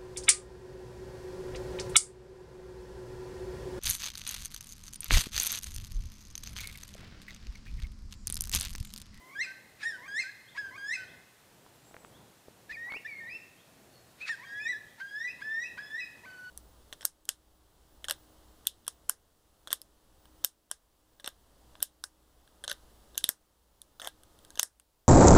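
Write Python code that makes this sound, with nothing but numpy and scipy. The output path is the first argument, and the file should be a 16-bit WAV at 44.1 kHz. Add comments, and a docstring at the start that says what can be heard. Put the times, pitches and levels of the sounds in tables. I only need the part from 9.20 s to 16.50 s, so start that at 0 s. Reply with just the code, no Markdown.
"""At the edge of a spruce wood a large bird circles, giving loud rising whistles that break between registers.
A membrane in its syrinx makes the tone, which throat and beak filter; irregular vibration adds rasps.
The ground reflects the calls and the trees scatter them; small birds chirp faintly over a light breeze.
A hand-held camera clicks, bumps and squeaks as it swings up to the sky."""
import sys
import numpy as np
from scipy import signal
from scipy.fft import rfft, irfft
from scipy.io import wavfile
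from scipy.ndimage import map_coordinates

SR = 44100
rng = np.random.default_rng(int(sys.argv[2]) if len(sys.argv) > 2 else 0)


def waveform_to_disk(signal):
    """Save audio, clipped to [-1, 1], as 16-bit WAV at the path in sys.argv[1]."""
    frames = np.transpose(np.atleast_2d(signal))
    scaled = np.clip(frames, -1, 1) * 32767
    samples = np.round(scaled).astype(np.int16)
    wavfile.write(sys.argv[1], SR, samples)


N = 321930
T = np.arange(N) / SR
TOP_HZ = 15550  # upper band limit


def whistles(scoop_s=0.00767, accent_db=4.5, accent_s=0.013):
    """One push on the syrinx lifts pitch, level and overtones. Returns the calls and their ground bounce."""
    # Main-register calls: start t/s, end t/s, base f/Hz, creep/(Hz/s), crest t/s, lift/Hz, crest width/s,
    # scoop/Hz, base level/dB, crest level/dB, relative overtone level/dB, ground lag/s, bounce gain/dB
    calls = [ (0.154, 0.229, 1524, 1027, .225, 527, 0.025, 4, -55, -30, -13, .00811, -9.5),
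             (0.631, 0.771, 1488, -610, .68, 412.5, .044, 9, -55.5, -33.5, -14, .00325, -7.5),
             (0.879, 1.015, 1574, 757, 1.0, 459.5, 0.023, -4, -44.5, -30, -9.5, .00954, -11.5),
             (1.378, 1.503, 1630, -800, 1.39, 90.5, 0.028, 93, -47, -36.5, -16.5, .00947, -9),
             (1.578, 1.749, 1572, 278, 1.746, 494, 0.036, 2.5, -46, -33.5, -9, .00974, -4),
             (3.568, 3.692, 1823, 924, 3.701, 169, 0.0059, -1, -42, -31, -20.5, .009, -14),
             (4, 4.093, 1830, -3440, 4.099, 503, 0.033, -3, -49, -43, -24, .00917, -10),
             (5.092, 5.151, 1573, -2000, 5.109, 315, 0.026, -0.5, -51, -31, -16.5, .0075, -14),
             (5.248, 5.534, 1599, 519.5, 5.5, 257.4, .034, -6, -47.5, -35.5, -11, .00652, 1),
             (5.804, 6.086, 1560, -7, 6.072, 433.5, 0.078, 137, -45.5, -38.5, -15.5, .00764, -3.5),
             (6.22, 6.442, 1718, 498, 6.43, 117.7, 0.032, 124, -41.5, -34.5, -16.5, .005, -3),
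             (6.579, 6.806, 1689, -170, 6.802, 322, 0.045, 219, -46, -38, -14.5, .0061, -3), ]
    out, bounce = np.zeros(N), np.zeros(N)
    for (start, end, base_hz, creep, crest, lift_hz, width, scoop_hz,
         base_db, crest_db, bright_db, lag_s, bounce_db) in calls:
        t, gate = note_gate(start, end, release_s=0.02)
        age = np.maximum(t - start, 0)
        u = (t - crest) / width
        hz = base_hz + creep * age + lift_hz * push(u) - scoop_hz * np.exp(-age / scoop_s)
        swell = push((u + 0.42) / 1.65)  # the level peaks before the pitch, and more broadly
        accent = (scoop_hz > 0) * accent_db * np.exp(-(age / accent_s) ** 2)
        db = base_db + (crest_db - base_db) * swell + accent
        tone = voice(t, hz, overtone_db=bright_db - 5.5 + 4 * push(u), jitter=0.0021,
                     hoarse_jitter=0.07, slope_db=-0.26, flicker_db=3.5, flutter_db=0.5)
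        call = gate * undb(db) * tone
        add(out, t[0], call)
        add(bounce, t[0], ground(call, lag_s, bounce_db))
    return out, bounce


def push(u):
    """Effort follows a Lorentzian peak; u is the time from the crest in crest widths."""
    return 1 / (1 + u ** 2)


def syrinx(hz, jitter):
    """The phase of a vibrating membrane is the integral of its trembling frequency."""
    return 2 * np.pi * np.cumsum(hz * (1 + jitter * walk(331.8, len(hz)))) / SR


def voice(t, hz, overtone_db, jitter, hoarse_jitter, slope_db, flicker_db, flutter_db=-0.25):
    """Source and filter: the harmonics of the syrinx sweep through the resonances of the throat."""
    # Transmission of throat and beak: f/Hz, gain/dB
    throat = [(2000, -25), (3200, 5), (3550, -2.5), (3950, -2), (4500, 2.5), (5100, 2), (5800, 1),
              (6700, -2), (7600, -3), (9000, -5), (11000, -15.5), (15000, -60)]
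    # Treble loss as the bird turns away or flies further off: t/s, loss above the beak's corner/(dB/kHz)
    dullness = [(.2, 2.5), (.68, 0), (1.0, 2), (1.7, 2), (3.5, 10), (4.2, 11), (5.1, 0), (5.35, 3.5),
                (5.5, 3.5), (6.2, 5.5), (7.3, 5.5)]
    beak_corner_hz, doubling_depth = 4700, 0.31
    rough = roughness(t)
    phase = syrinx(hz, jitter + hoarse_jitter * rough)
    k = np.arange(2, 8)[:, None]  # harmonic numbers
    above_khz = np.maximum(k * hz - beak_corner_hz, 0) / 1000
    loss_db = above_khz * np.interp(t, *np.transpose(dullness))
    weights = gain_at(k * hz, throat) * undb(slope_db * k - loss_db) * (k * hz < TOP_HZ)
    weights /= np.linalg.norm(weights, axis=0)
    # moving air and crossing paths make each overtone fade on its own
    fading = undb(flicker_db * np.array([walk(61.8, len(t)) for _ in k]))
    overtones = (weights * fading * np.sin(k * phase)).sum(0)
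    period_doubling = 1 + doubling_depth * rough * np.sin(phase / 2)  # alternate cycles differ
    tone = (np.sin(phase) + undb(overtone_db) * overtones) * period_doubling
    return np.sqrt(2) * tone * undb(flutter_db * walk(125.2, len(t)))


def soft_glides():
    """Short, soft frequency glides around the whistles, one faint echo and a tone overlapping one whistle."""
    # Soft tones: start t/s, end t/s, start f/Hz, middle f/Hz, end f/Hz, level/dB, relative overtones/dB
    notes = [(.265, .325, 1554, 1548, 1583, -48, -18), (.33, .4, 1550, 1555, 1540, -61.5, -18),
             (1.036, 1.104, 1528, 1576, 1725, -45, -21), (1.768, 1.845, 1520, 1525, 1483, -44.5, -18),
             (3.496, 3.525, 1717, 1780, 2040, -40.5, -20), (3.85, 3.871, 1728, 1790, 1980, -39, -14.5),
             (5.27, 5.395, 1840, 1880, 2000, -51, -15), (5.523, 5.575, 1813, 1703, 1773, -37.5, -23),
             (7.06, 7.31, 1530, 1489, 1484, -49, -14.5)]
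    return glides(notes, overtone_db=-3.5, jitter=0.0018, hoarse_jitter=0.03, slope_db=-1.5, flicker_db=3.5)


def register_breaks():
    """The vibration jumps abruptly into a higher register."""
    # High notes: start t/s, end t/s, start f/Hz, middle f/Hz, end f/Hz, level/dB, relative overtones/dB
    notes = [(.226, .255, 2693, 2580, 2400, -40, -3), (1.002, 1.033, 2614, 2564, 2344, -40, -1.5),
             (1.737, 1.769, 2670, 2566, 2443, -39, -4), (3.526, 3.561, 2514, 2436, 2120, -44, -9.5),
             (3.702, 3.776, 2296, 2208, 2880, -40.5, -16), (3.873, 4.001, 2430, 2188, 2160, -45, -17.5),
             (4.094, 4.169, 2300, 2597, 2662, -45, -9.5), (5.011, 5.059, 2380, 2605, 2460, -41.5, -31),
             (5.399, 5.484, 2370, 2532, 2250, -45.5, -16), (6.076, 6.115, 2476, 2514, 2690, -41, -10),
             (6.438, 6.475, 2485, 2568, 2626, -41.5, -10), (6.803, 6.852, 2613, 2535, 2522, -41.5, -8)]
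    return glides(notes, overtone_db=-7, jitter=0.0075, hoarse_jitter=0.04, slope_db=1, flicker_db=1.5)


def glides(notes, overtone_db, **timbre):
    """Frequency modulation: each note follows a parabola through three pitches."""
    out = np.zeros(N)
    for start, end, start_hz, middle_hz, end_hz, db, bright_db in notes:
        t, gate = note_gate(start, end)
        u = np.interp(t, [start, end], [-1, 1])
        bend_hz = (start_hz + end_hz) / 2 - middle_hz
        hz = middle_hz + u * (end_hz - start_hz) / 2 + u ** 2 * bend_hz
        add(out, t[0], gate * undb(db) * voice(t, hz, bright_db + overtone_db, **timbre))
    return out


def moans(jitter=0.0247, hoarse_jitter=0.23, swell_db=8.5):
    """A low harmonic series, strong in its first two partials, bends up and swells into a call."""
    # Low lead-in notes: start t/s, end t/s, start f/Hz, end f/Hz, relative level/dB
    notes = [(0, 0.147, 1009, 1162, -50.5), (.772, 0.873, 975, 1240, -48), (1.349, 1.377, 970, 1327, -42.5),
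             (1.51, 1.569, 1024, 1214, -44.5), (5.182, 5.247, 958, 1190, -47),
             (5.78, 5.808, 936, 1113, -50), (6.188, 6.222, 985, 1160, -49.5),
             (6.571, 6.583, 980, 1180, -43.5), (7.034, 7.059, 948, 1230, -46.5)]
    out = np.zeros(N)
    for start, end, start_hz, end_hz, db in notes:
        t, gate = note_gate(start, end)
        u = np.interp(t, [start, end], [0, 1])
        hz = start_hz + (end_hz - start_hz) * u ** 3.2
        phase = syrinx(hz, jitter + hoarse_jitter * roughness(t))
        upper = sum(np.sin(k * phase) * 3 / k for k in range(3, 7))
        tone = np.sin(phase) + undb(3) * np.sin(2 * phase) + undb(-15) * upper
        add(out, t[0], np.sqrt(2) * gate * undb(db - 14.75 + swell_db * u) * tone)
    return out


def rasps(grain_db=0.5):
    """Aperiodic vibration: the membrane rattles before it locks on a pitch or as it jumps."""
    # Spectrum of the rattle: f/Hz, level/dB
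    spectrum = [(500, -46), (850, -22), (1300, -3), (1750, 1), (2500, 3), (3000, -9.5), (3800, -2.5),
                (4500, -5), (5300, -11), (7500, -17), (11000, -29), (15000, -67)]
    rattle = unit(noise(spectrum) * undb(grain_db * walk(370)))
    return undb(-0.5) * hoarseness() * rattle


def hoarseness():
    """The amplitude envelope of the rattle is a sum of Gaussian pulses."""
    # Hoarse catches in the voice: centre t/s, duration/s, relative level/dB
    catches = [(0.247, 0.046, -51), (0.628, 0.051, -46), (1.016, 0.038, -63), (1.371, 0.035, -51.5),
               (1.754, 0.029, -56), (3.513, 0.036, -50.5), (5.019, 0.054, -52.5), (5.075, 0.036, -46),
               (5.086, 0.02, -39.5), (5.803, 0.031, -53.5), (6.213, 0.022, -54.5), (6.579, .015, -54)]
    return sum(undb(db) * np.exp(-(2 * (T - centre) / length) ** 2) for centre, length, db in catches)


def roughness(t):
    """Irregularity of the vibration at times t, normalised to 1 at its hoarsest."""
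    envelope = hoarseness()
    return np.interp(t, T, envelope / envelope.max())


def ground(x, lag_s, bounce_db):
    """Two-path interference: a delayed reflection beats against the direct sound as the pitch glides."""
    t = T[:len(x)]
    return undb(bounce_db) * np.interp(t - lag_s, t, x, left=0)


def tree_echoes(bird, doppler=0.015, turn_hz=0.8):
    """Doppler effect: the bird nears some trees as it leaves others, so the echoes spread in pitch."""
    # Strength of the call towards the trees: t/s, gain/dB
    exposure = [(0, 4.5), (2, 6), (3.5, 0), (4.2, 9), (5, 2.5), (7.3, 9.5)]
    incident = bird * undb(np.interp(T, *np.transpose(exposure)))
    out = np.zeros(N)
    for bearing in np.linspace(0, 2 * np.pi, 3, endpoint=False):
        lag_s = doppler / (2 * np.pi * turn_hz) * (1 + np.sin(2 * np.pi * turn_hz * T + bearing))
        shifted = np.interp(T - lag_s, T, incident, left=0)
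        out += wood(shifted, wet_db=-19, t60=0.98, near_s=0.053, near_db=5)
    return out


def wood(x, wet_db, t60, near_s, near_db):
    """Diffuse scattering: near twigs give a short bright return, countless branches a long dull tail."""
    # Spectrum of the reverberant tail: f/Hz, level/dB
    tail_spectrum = [(500, 5), (1600, -3), (2600, -2), (4200, 0.5), (6000, -7.5), (10000, -19)]
    # Spectrum of the near scatter: f/Hz, level/dB
    twig_spectrum = [(500, -40), (1700, -5), (2600, -1), (6000, 3), (10000, 5)]
    t = T[:2 * SR]
    tail = noise(tail_spectrum, len(t)) * np.exp(-np.log(1000) * t / t60)
    near = noise(twig_spectrum, len(t)) * np.exp(-t / near_s)
    build_up = 1 - np.exp(-t / 0.0013)
    tail_energy = SR * t60 / (2 * np.log(1000))
    response = (tail + undb(near_db) * near) * build_up / np.sqrt(tail_energy)
    return undb(wet_db) * signal.fftconvolve(x, response)[:N]


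def camera_knocks(crack_db=-3, hard_tick_hz=1540, casing_hz=3500):
    """Each impact excites a damped mode and a crack of noise, both low-passed by the casing."""
    # Clicks and bumps of the camera body: t/s, relative level/dB, ring f/Hz, 60 dB decay time/s
    knocks = [(2.464, -44.5, 940, 0.0056), (2.711, -47, 700, .012), (2.743, -33.5, 1700, 0.0017),
              (2.7455, -37.5, 640, 0.0066), (2.7663, -34.5, 1700, 0.0027), (2.8481, -38, 1210, 0.0054),
              (3.2834, -38.5, 450, 0.01), (3.512, -57, 54.6, .15), (3.717, -44.5, 930, 0.047),
              (3.722, -21.5, 1540, 0.00093), (3.738, -31.5, 1510, 0.0059), (3.745, -36, 950, 0.0047),
              (3.761, -44.5, 406, 0.043), (3.768, -35, 1060, 0.0024)]
    out, t = np.zeros(N), T[:SR // 4]
    for start, db, hz, t60 in knocks:
        hardness = min(hz / hard_tick_hz, 1) ** 2  # soft, low bumps have almost no crack
        ring = np.sin(2 * np.pi * hz * t) + hardness * undb(crack_db) * rng.standard_normal(len(t))
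        add(out, start, undb(db + 3) * ring * np.exp(-np.log(1000) * t / t60))
    return signal.sosfilt(signal.butter(4, casing_hz, fs=SR, output="sos"), out)


def finger_squeak(start_s=3.662, length_s=0.05, from_hz=780, to_hz=1600):
    """Stick-slip friction: a finger slides on the casing with a short, rough rising tone."""
    out, u = np.zeros(N), np.linspace(0, 1, int(length_s * SR))
    phase = syrinx(from_hz + (to_hz - from_hz) * u ** 2, jitter=0.215)
    envelope = undb(-52) * np.sqrt(np.abs(np.sin(np.pi * u)))
    add(out, start_s, envelope * (np.sin(phase) + np.sin(2 * phase) / 2))
    return out


def hand_rub(grain_db=4.7):
    """Sliding friction of the hand on the camera makes dull, uneven noise."""
    # Strength of the rubbing: t/s, level/dB
    grip = [(0, -61), (.5, -71.5), (2.1, -75.5), (2.45, -73), (2.75, -68), (3.05, -73), (3.4, -83),
            (3.75, -62), (3.95, -71.5), (7.3, -73)]
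    # Spectrum of the rubbing: f/Hz, level/dB
    spectrum = [(60, -38), (200, 2), (450, -3.5), (1000, -9), (2000, -22), (6000, -21)]
    rub = unit(noise(spectrum) * undb(grain_db * walk(45)))
    return rub * undb(np.interp(T, *np.transpose(grip)))


def small_birds():
    """Thin frequency sweeps from deep in the trees arrive with strong reverberation."""
    # Distant chirps: t/s, duration/s, start f/Hz, end f/Hz, level/dB
    chirps = [(1.269, 0.041, 3160, 4030, -55), (1.865, 0.06, 3120, 4040, -59),
              (2.614, 0.15, 7500, 8300, -66.5), (2.788, 0.052, 8000, 7400, -64),
              (2.833, .06, 7900, 8100, -66), (2.928, 0.058, 3210, 4000, -62),
              (4.368, 0.061, 3120, 3920, -64), (4.71, 0.095, 4420, 4230, -65),
              (5.658, 0.08, 3120, 3850, -67)]
    out = np.zeros(N)
    for start, length, start_hz, end_hz, db in chirps:
        u = np.linspace(0, 1, int(length * SR))
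        phase = syrinx(start_hz + (end_hz - start_hz) * u ** 2, jitter=0.014)
        add(out, start, undb(db) * np.sin(np.pi * u) * np.sin(phase))
    return out + wood(out, wet_db=-2.5, t60=0.72, near_s=0.035, near_db=0)


def air(gust_db=2.3, hum_hz=120):
    """A light breeze modulates the amplitude of low noise, beneath steady hiss and a faint hum."""
    # Background noise: f/Hz, relative spectral density level/dB
    spectrum = [(15, -49), (25, -15), (91, -3), (113, -0.5), (246, -4), (703, -6), (1170, -11), (1900, -12),
                (2060, -14.5), (2770, -14.5), (3530, -15.5), (4260, -15.5), (4750, -17.5), (7910, -17.5),
                (15500, -22.5)]
    broadband = unit(noise(spectrum))
    low = signal.sosfiltfilt(signal.butter(2, 900, fs=SR, output="sos"), broadband)
    breeze = low * undb(gust_db * walk(4.7))
    hiss = broadband - low
    hum = np.sqrt(2) * np.sin(2 * np.pi * hum_hz * T)
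    return undb(-60.5) * (breeze + hiss) + undb(-78) * hum


def note_gate(start, end, attack_s=0.012, release_s=0.012):
    """Times of one note and its envelope with raised-cosine edges."""
    t = np.arange(start - attack_s / 2, end + release_s / 2, 1 / SR)
    opening = np.minimum((t - t[0]) / attack_s, (t[-1] - t) / release_s)
    return t, np.sin(np.pi / 2 * np.clip(opening, 0, 1)) ** 2


def undb(db):
    """Amplitude ratio of a level in decibels."""
    return 10 ** (np.asarray(db) / 20)


def unit(x):
    """Normalisation to rms 1."""
    return x / np.sqrt(np.mean(x ** 2))


def gain_at(hz, spectrum):
    """Gain interpolated in log frequency from rows of f/Hz, level/dB."""
    f, db = np.transpose(spectrum)
    return undb(np.interp(np.log(hz + 1), np.log(f), db))


def noise(spectrum, size=N):
    """Spectral shaping of white noise by rows of f/Hz, level/dB."""
    gain = gain_at(np.fft.rfftfreq(size, 1 / SR), spectrum)
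    return irfft(rfft(rng.standard_normal(size)) * gain, size)


def walk(rate, size=N):
    """Smooth random modulation that changes rate times a second; standard deviation near 1."""
    steps = rng.standard_normal(4096)
    return map_coordinates(steps, [np.arange(size) * rate / SR], order=2, mode="mirror")


def add(out, start, sound):
    """Superposition of a sound at a time in seconds."""
    i = max(int(start * SR), 0)
    out[i:i + len(sound)] += sound[:max(N - i, 0)]


def scene():
    """The circling bird, its echoes, the camera and the background add linearly in one channel."""
    calls, call_bounce = whistles()
    short_notes = soft_glides() + register_breaks() + moans() + rasps()
    bird = calls + short_notes
    echoes = call_bounce + ground(short_notes, lag_s=0.009, bounce_db=-11) + tree_echoes(bird)
    distant_birds = small_birds()
    handling = camera_knocks() + hand_rub() + finger_squeak()
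    return (bird + echoes + handling + distant_birds + air())[None]


def record(dry):
    """Band limiting: an elliptic low-pass cuts the top steeply."""
    return signal.sosfilt(signal.ellip(10, .2, 70, TOP_HZ, fs=SR, output="sos"), dry)


dry = scene()
out = record(dry)
waveform_to_disk(out)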